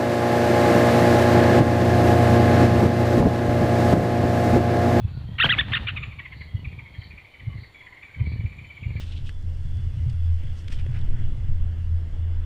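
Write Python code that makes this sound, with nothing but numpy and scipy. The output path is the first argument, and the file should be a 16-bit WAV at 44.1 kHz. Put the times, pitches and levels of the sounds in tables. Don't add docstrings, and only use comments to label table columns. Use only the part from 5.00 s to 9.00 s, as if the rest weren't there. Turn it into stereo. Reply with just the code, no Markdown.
import sys
import numpy as np
from scipy import signal
from scipy.fft import rfft, irfft
from scipy.io import wavfile

SR = 44100
rng = np.random.default_rng(int(sys.argv[2]) if len(sys.argv) > 2 else 0)


def store_pcm(level_fs):
    pcm = np.round(np.clip(level_fs, -1, 1) * 32767).astype(np.int16)
    wavfile.write(sys.argv[1], SR, np.atleast_2d(pcm).T)


N = 176400

# time_s, pitch_hz, level_db
SQUAWK_GLIDES = [
    [(.397, 933, -20), (.402, 1384, -8.5), (.408, 1320, -9.5), (.413, 1783, -13), (.423, 1928, -9),
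     (.43, 1206, -13.5), (.438, 1482, -8), (.452, 1678, -13), (.461, 1433, -13.5), (.467, 980, -22.5)],
    [(.49, 960, -19.5), (.495, 1646, -12), (.5, 1584, -8.5), (.513, 2007, -11.5), (.518, 1927, -10.5),
     (.521, 1478, -20.5), (.526, 1430, -6.5), (.531, 1210, -23.5), (.535, 1337, -12.5), (.546, 995, -24)],
    [(.584, 1096, -17.5), (.589, 1774, -11), (.596, 1724, -8.5), (.604, 1946, -16.5), (.609, 1657, -14.5),
     (.613, 1120, -18.5)],
    [(.733, 1048, -16.5), (.738, 1837, -10), (.741, 1756, -15.5), (.75, 1891, -10.5), (.757, 1202, -16.5),
     (.764, 1450, -25.5), (.773, 1380, -14.5), (.781, 1280, -34)],
    [(.875, 1180, -22.5), (.882, 1266, -23), (.888, 1541, -16), (.897, 1236, -24)],
]
# frequency_hz, gain_db
THROAT = [(1000, -14.5), (1450, -7.5), (1900, 0.5), (2400, -2.5), (2900, -3), (3450, 2), (3950, -15)]
# frequency_hz, gain_db
CALL_RASP = [(600, -47), (1200, -3.5), (1900, 3), (2900, 5.5), (3800, -9), (4600, -12.5), (6000, -46.5)]
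# start_s, length_s, level_db
NOISE_BURSTS = [(.381, 0.017, -23), (.715, 0.023, -25.5), (.755, 0.028, -22.5), (.867, 0.046, -27.5)]
SQUAWK_DB, SQUAWK_THIRD_DB, SQUAWK_RASP_DB = 1, -10, -20
SQUAWK_JITTER, SQUAWK_FADE_S = .008, 0.0044


def squawks():
    t, out = clock(), 0
    jitter, rasp = 1 + SQUAWK_JITTER * drift(rate_hz=1100), noise(CALL_RASP)
    for glide in SQUAWK_GLIDES:
        pitch_hz, level_db = in_time(glide)
        phase = 2 * np.pi * np.cumsum(pitch_hz * jitter) / SR
        first, octave = at_hz(THROAT, pitch_hz), at_hz(THROAT, 2 * pitch_hz)
        third = at_hz(THROAT, 3 * pitch_hz) * from_db(SQUAWK_THIRD_DB)
        tone = first * np.sin(phase) + octave * np.sin(2 * phase) + third * np.sin(3 * phase)
        tone /= np.hypot(first, octave)
        outside_s = np.maximum(0, np.maximum(glide[0][0] - t, t - glide[-1][0]))
        envelope = from_db(level_db + SQUAWK_DB) * np.exp(-outside_s / SQUAWK_FADE_S)
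        out = out + envelope * (tone + from_db(SQUAWK_RASP_DB) * rasp)
    return out + bursts(NOISE_BURSTS, edge_s=0.0042) * rasp + 1e-18


# centre_s, level_db
NOTES = [(.974, -20), (1.036, -22.5), (1.123, -36), (1.197, -24.5), (1.26, -28), (1.329, -30), (1.416, -29),
         (1.653, -28.5), (1.724, -35.5), (1.794, -31.5), (1.863, -35.5), (1.947, -35.5), (2.02, -36.5),
         (2.114, -34.5), (2.183, -33.5), (2.252, -39.5), (2.345, -40), (2.403, -36), (2.461, -42),
         (2.53, -40), (2.581, -40.5), (2.64, -38), (2.75, -36.5), (2.812, -35), (2.869, -34.5),
         (2.93, -35.5), (2.972, -36), (3.032, -31.5), (3.085, -38), (3.146, -36), (3.202, -34.5),
         (3.264, -33.5), (3.325, -35.5), (3.406, -37), (3.462, -36), (3.525, -37), (3.59, -34),
         (3.648, -35.5), (3.709, -34), (3.773, -36), (3.836, -33.5), (3.906, -36.5), (3.968, -33.5)]
# time_s, pitch_hz
NOTE_PITCH = [(.974, 1220), (1.3, 1034), (1.65, 1178), (2.02, 1070), (2.13, 1184), (2.6, 1025),
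              (2.75, 1129), (2.92, 1020), (3.03, 1131), (3.9, 1164)]
# time_s, length_s
NOTE_LENGTH = [(1.0, .034), (1.7, .025)]
# time_s, send_db
NOTE_SEND = [(1.0, -5.5), (2.2, 3)]
NOTE_DB, NOTE_FIRST_DB, NOTE_THIRD_DB, NOTE_RASP_DB = -1.5, -13, -13.5, -11
NOTE_ARCH, NOTE_FALL, NOTE_JITTER = .19, .125, .04
DULLING_DB_PER_S, DULLEST_DB = 11, -9


def chatter():
    out = np.zeros((3, N + SR))
    jitter, rasp = 1 + NOTE_JITTER * drift(rate_hz=360), noise(CALL_RASP)
    for centre_s, level_db in NOTES:
        pitch_hz, length_s = at_time(NOTE_PITCH, centre_s), at_time(NOTE_LENGTH, centre_s)
        position = np.linspace(-1, 1, int(length_s * SR))
        span = int((centre_s - length_s / 2) * SR) + np.arange(len(position))
        bend = 1 - NOTE_ARCH * position ** 2 - NOTE_FALL * position
        phase = 2 * np.pi * np.cumsum(pitch_hz * bend * jitter[span % N]) / SR
        bite = from_db(NOTE_FIRST_DB) * np.sin(phase) + from_db(NOTE_THIRD_DB) * np.sin(3 * phase)
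        bite += from_db(NOTE_RASP_DB) * rasp[span % N]
        dulling_db = max(-DULLING_DB_PER_S * (centre_s - NOTES[0][0]), DULLEST_DB)
        envelope = from_db(level_db + NOTE_DB) * np.cos(np.pi * position / 2) ** 2
        note = envelope * (np.sin(2 * phase) + bite * from_db(dulling_db))
        echoes = from_db(at_time(NOTE_SEND, centre_s)) * np.array([foliage(note), foliage(note)])
        out[0, span] += note
        out[1:, span[0]:span[0] + echoes.shape[1]] += echoes
    return out[:, :N] + 1e-18


# time_s, right_db
FLIGHT_PAN = [(.6, -15.5), (1.05, -17.5), (1.7, -22.5)]
# time_s, lag_ms
RIGHT_LAG = [(.6, .03), (.75, .2), (1.0, .41)]
# time_s, send_db
SQUAWK_SEND = [(.6, -15.5), (.88, -14.5), (1.05, -15)]
FOLIAGE_RIGHT_DB = -17.5


def bird():
    t = clock()
    close = muffled(squawks())
    notes, left_echo, right_echo = muffled(chatter())
    voice = close + notes
    send = close * from_db(at_time(SQUAWK_SEND, t))
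    late_voice = np.interp(t - at_time(RIGHT_LAG, t) / 1000, t, voice)
    left = voice + foliage(send) + left_echo
    right = late_voice * from_db(at_time(FLIGHT_PAN, t))
    right += from_db(FOLIAGE_RIGHT_DB) * (foliage(send) + right_echo)
    return np.array([left, right])


def foliage(x, leaves_db=6, leaves_decay_s=0.02, tail_t60_s=0.94):
    t = np.arange(SR // 2) / SR
    leaves = from_db(leaves_db) * np.exp(-t / leaves_decay_s)
    tail = from_db(-60 * t / tail_t60_s)
    echoes = rng.standard_normal(len(t)) * (tail + leaves)
    return signal.fftconvolve(x, echoes / np.sqrt(np.sum(echoes ** 2)))[:N]


# start_s, length_s, level_db
CRACKLES = [(.4, 0.079, -54), (.495, 0.036, -54), (.738, .03, -56)]


def crackle(grains_per_s=1500, low_cut_hz=10500):
    highpass = signal.butter(3, low_cut_hz, "high", fs=SR, output="sos")
    fizz = rms_one(signal.sosfilt(highpass, impulses(grains_per_s)))
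    return leftward(bursts(CRACKLES, edge_s=.006), right_db=-14.5) * fizz


# time_s, level_db
FLUTTER = [(.425, -54), (.449, -24.5), (.48, -33.5), (.6, -39), (.7, -41), (.78, -39.5), (.86, -46),
           (1.05, -54), (1.3, -76)]
# frequency_hz, gain_db
FEATHERS = [(200, 6), (400, -6), (800, -3.5), (4200, -14), (5200, -32), (14000, -48.5)]
# start_s, level_db, ring_hz
FLICKS = [(0.4442, -6.5, 1000), (0.55, -13, 2360), (0.685, -22.5, 2160), (.797, -30, 1190)]
WINGBEAT_HZ, WINGBEAT_DEPTH_DB, FLICK_T60_CYCLES = 8.1, 5.5, 7.2


def wings():
    t = clock()
    beat = from_db(at_time(FLUTTER, t) - WINGBEAT_DEPTH_DB * np.sin(2 * np.pi * WINGBEAT_HZ * t))
    flicks = 0
    for start_s, level_db, ring_hz in FLICKS:
        cycles = np.maximum(t - start_s, 0) * ring_hz
        decay = from_db(-60 * np.minimum(cycles / FLICK_T60_CYCLES, 2))
        flicks = flicks + from_db(level_db) * np.sin(2 * np.pi * cycles) * decay
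    feathers = noise(FEATHERS) + .5 * np.array([noise(FEATHERS), noise(FEATHERS)])
    return leftward(beat, right_db=-8) * feathers + leftward(muffled(flicks), right_db=-2.5)


# time_s, level_db
GUSTS = [(0, -28), (.6, -29), (1.05, -32), (1.22, -43.5), (1.42, -39.5), (1.56, -30), (1.75, -34.5),
         (1.9, -45.5), (2.1, -39), (2.33, -58), (2.48, -30), (2.6, -36), (2.7, -53.5), (3.155, -57),
         (3.168, -25), (3.23, -24), (3.45, -31), (3.76, -50), (3.86, -27)]
# frequency_hz, gain_db
RUMBLE = [(20, -30), (40, 0), (70, 7), (120, 6.5), (170, -11), (250, -21), (600, -43.5), (5000, -90.5)]
# centre_s, peak_db
PUFFS = [(0.052, -6.5), (0.567, -14), (1.553, -11), (1.676, -16), (1.991, -19), (2.484, -11.5),
         (3.217, -8.5), (3.336, -16), (3.398, -11.5), (3.454, -10), (3.869, -12)]
GUST_DB, PUFF_HZ, PUFF_CYCLES = 1, 97, 0.81
BUFFETS_PER_S, BUFFET_BAND_HZ, BUFFET_DB = 70, (63.6, 141.3), -2.5


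def breeze():
    t = clock()
    bandpass = signal.butter(2, BUFFET_BAND_HZ, "band", fs=SR, output="sos")
    buffets = rms_one(signal.sosfilt(bandpass, impulses(BUFFETS_PER_S)))
    rumble = np.array([noise(RUMBLE), noise(RUMBLE)]) + from_db(BUFFET_DB) * buffets
    gusts = from_db(at_time(GUSTS, t) + GUST_DB)
    puffs = 0
    for centre_s, peak_db in PUFFS:
        cycles = (t - centre_s) * PUFF_HZ
        envelope = from_db(peak_db) / np.cosh(np.clip(2 * cycles / PUFF_CYCLES, -20, 20))
        puffs = puffs + envelope * np.cos(2 * np.pi * cycles)
    return leftward(gusts, right_db=-9.5) * rumble + leftward(puffs, right_db=-19.0)


# centre_s, relative_db
INSECT_PHRASES = [(0.169, -6.5), (1.42, 0), (2.04, 0), (2.63, -3.5), (3.311, -2.5), (3.99, -7)]
# frequency_hz, gain_db
INSECT_RASP = [(3200, -32), (3900, 3.5), (4450, 5.5), (4700, -2.5), (4950, -36)]
# time_s, level_db
CRICKET = [(.95, -79), (1.04, -64), (1.15, -77), (2.62, -78.5), (2.7, -71), (3.16, -71.5), (3.25, -83.5),
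           (3.5, -70.5)]
PHRASE_WIDTH_S, PHRASE_DB = 0.069, -50.5
CRICKET_DB, DRONE_DB, FAR_TRILL_DB = -2, -68, -85.5


def insects():
    phrases = sum(from_db(db) * swell(centre_s, PHRASE_WIDTH_S) for centre_s, db in INSECT_PHRASES)
    cricket = from_db(at_time(CRICKET, clock()) + CRICKET_DB) * trill(pitch_hz=7074, width_hz=120)
    drone = from_db(DRONE_DB + 2 * drift(rate_hz=9)) * trill(pitch_hz=4426, width_hz=81)
    far_trill = from_db(FAR_TRILL_DB) * trill(pitch_hz=8670, width_hz=120)
    rasps = from_db(PHRASE_DB) * phrases * noise(INSECT_RASP)
    on_right = np.array([from_db(-8.5) * far_trill, far_trill])
    return leftward(rasps + cricket + drone, right_db=-27.0) + on_right


# start_s, length_s, pitch_hz, level_db
WHISTLES = [(1.67, .23, 3240, -62.5), (2.724, 0.168, 3376, -55.5), (2.795, .18, 1000, -56.5)]
SCATTERED_RANGE_HZ, SCATTERED_WIDTH_S, SCATTERED_DB = (895, 3520), 0.071, -56.5


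def far_birds(count=45):
    t, scattered = clock(), 0
    for when, height in rng.random((count, 2)):
        pitch_hz = np.interp(height, (0, 1), SCATTERED_RANGE_HZ)
        scattered = scattered + swell(when * N / SR, SCATTERED_WIDTH_S) * np.sin(2 * np.pi * pitch_hz * t)
    held = sum(bursts([(start_s, length_s, level_db)], edge_s=0.028) * trill(pitch_hz, width_hz=75)
               for start_s, length_s, pitch_hz, level_db in WHISTLES)
    blurred = from_db(SCATTERED_DB) * rms_one(scattered * drift(rate_hz=40))
    return leftward(blurred + held, right_db=-20.5)


# frequency_hz, gain_db
HUSH_LEFT = [(30, -13), (100, -13), (300, -6), (1500, -16), (3500, -14), (4400, -19), (4900, -29.5),
             (7800, -38)]
# frequency_hz, gain_db
HUSH_RIGHT = [(30, 0), (100, -1), (300, -17), (1000, -10), (1800, -27), (4000, -30), (5000, -36.5)]


def forest_hush(left_db=-53.5, right_db=-55):
    return np.array([from_db(left_db) * noise(HUSH_LEFT), from_db(right_db) * noise(HUSH_RIGHT)])


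def from_db(db):
    return 10 ** (np.asarray(db) / 20)


def rms_one(x):
    return x / np.sqrt(np.mean(x ** 2) + 1e-20)


def clock():
    return np.arange(N) / SR


def at_time(curve, time_s):
    return np.interp(time_s, *np.transpose(curve))


def in_time(rows):
    time_s, *columns = np.transpose(rows)
    return [np.interp(clock(), time_s, column) for column in columns]


def at_hz(colour, hz):
    points_hz, gain_db = np.transpose(colour)
    return from_db(np.interp(np.log(hz), np.log(points_hz), gain_db))


def noise(colour):
    gain = at_hz(colour, np.fft.rfftfreq(N, 1 / SR) + 1)
    return rms_one(irfft(rfft(rng.standard_normal(N)) * gain, N))


def drift(rate_hz):
    lowpass = signal.butter(2, rate_hz, fs=SR, output="sos")
    return rms_one(signal.sosfilt(lowpass, rng.standard_normal(N + SR))[SR:])


def trill(pitch_hz, width_hz):
    phase = 2 * np.pi * pitch_hz * clock()
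    return rms_one(drift(width_hz / 2) * np.sin(phase) + drift(width_hz / 2) * np.cos(phase))


def impulses(per_s):
    return (rng.random((2, N)) < per_s / SR) * rng.standard_normal((2, N)) + 1e-18


def swell(centre_s, width_s):
    return np.exp(-((clock() - centre_s) / width_s) ** 2)


def bursts(rows, edge_s):
    t = clock()
    return sum(from_db(level_db) * np.clip(np.minimum(t - start_s, start_s + length_s - t) / edge_s, 0, 1)
               for start_s, length_s, level_db in rows)


def muffled(x, edge_hz=4160):
    return signal.sosfilt(signal.butter(12, edge_hz, fs=SR, output="sos"), x)


def leftward(x, right_db):
    return np.array([x, x * from_db(right_db)])


def scene():
    return bird() + crackle() + wings() + insects() + far_birds() + breeze() + forest_hush()


def record(dry, cutoff_hz=15400):
    return signal.sosfilt(signal.ellip(10, .1, 80, cutoff_hz, fs=SR, output="sos"), dry)


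dry = scene()
out = record(dry)
store_pcm(out)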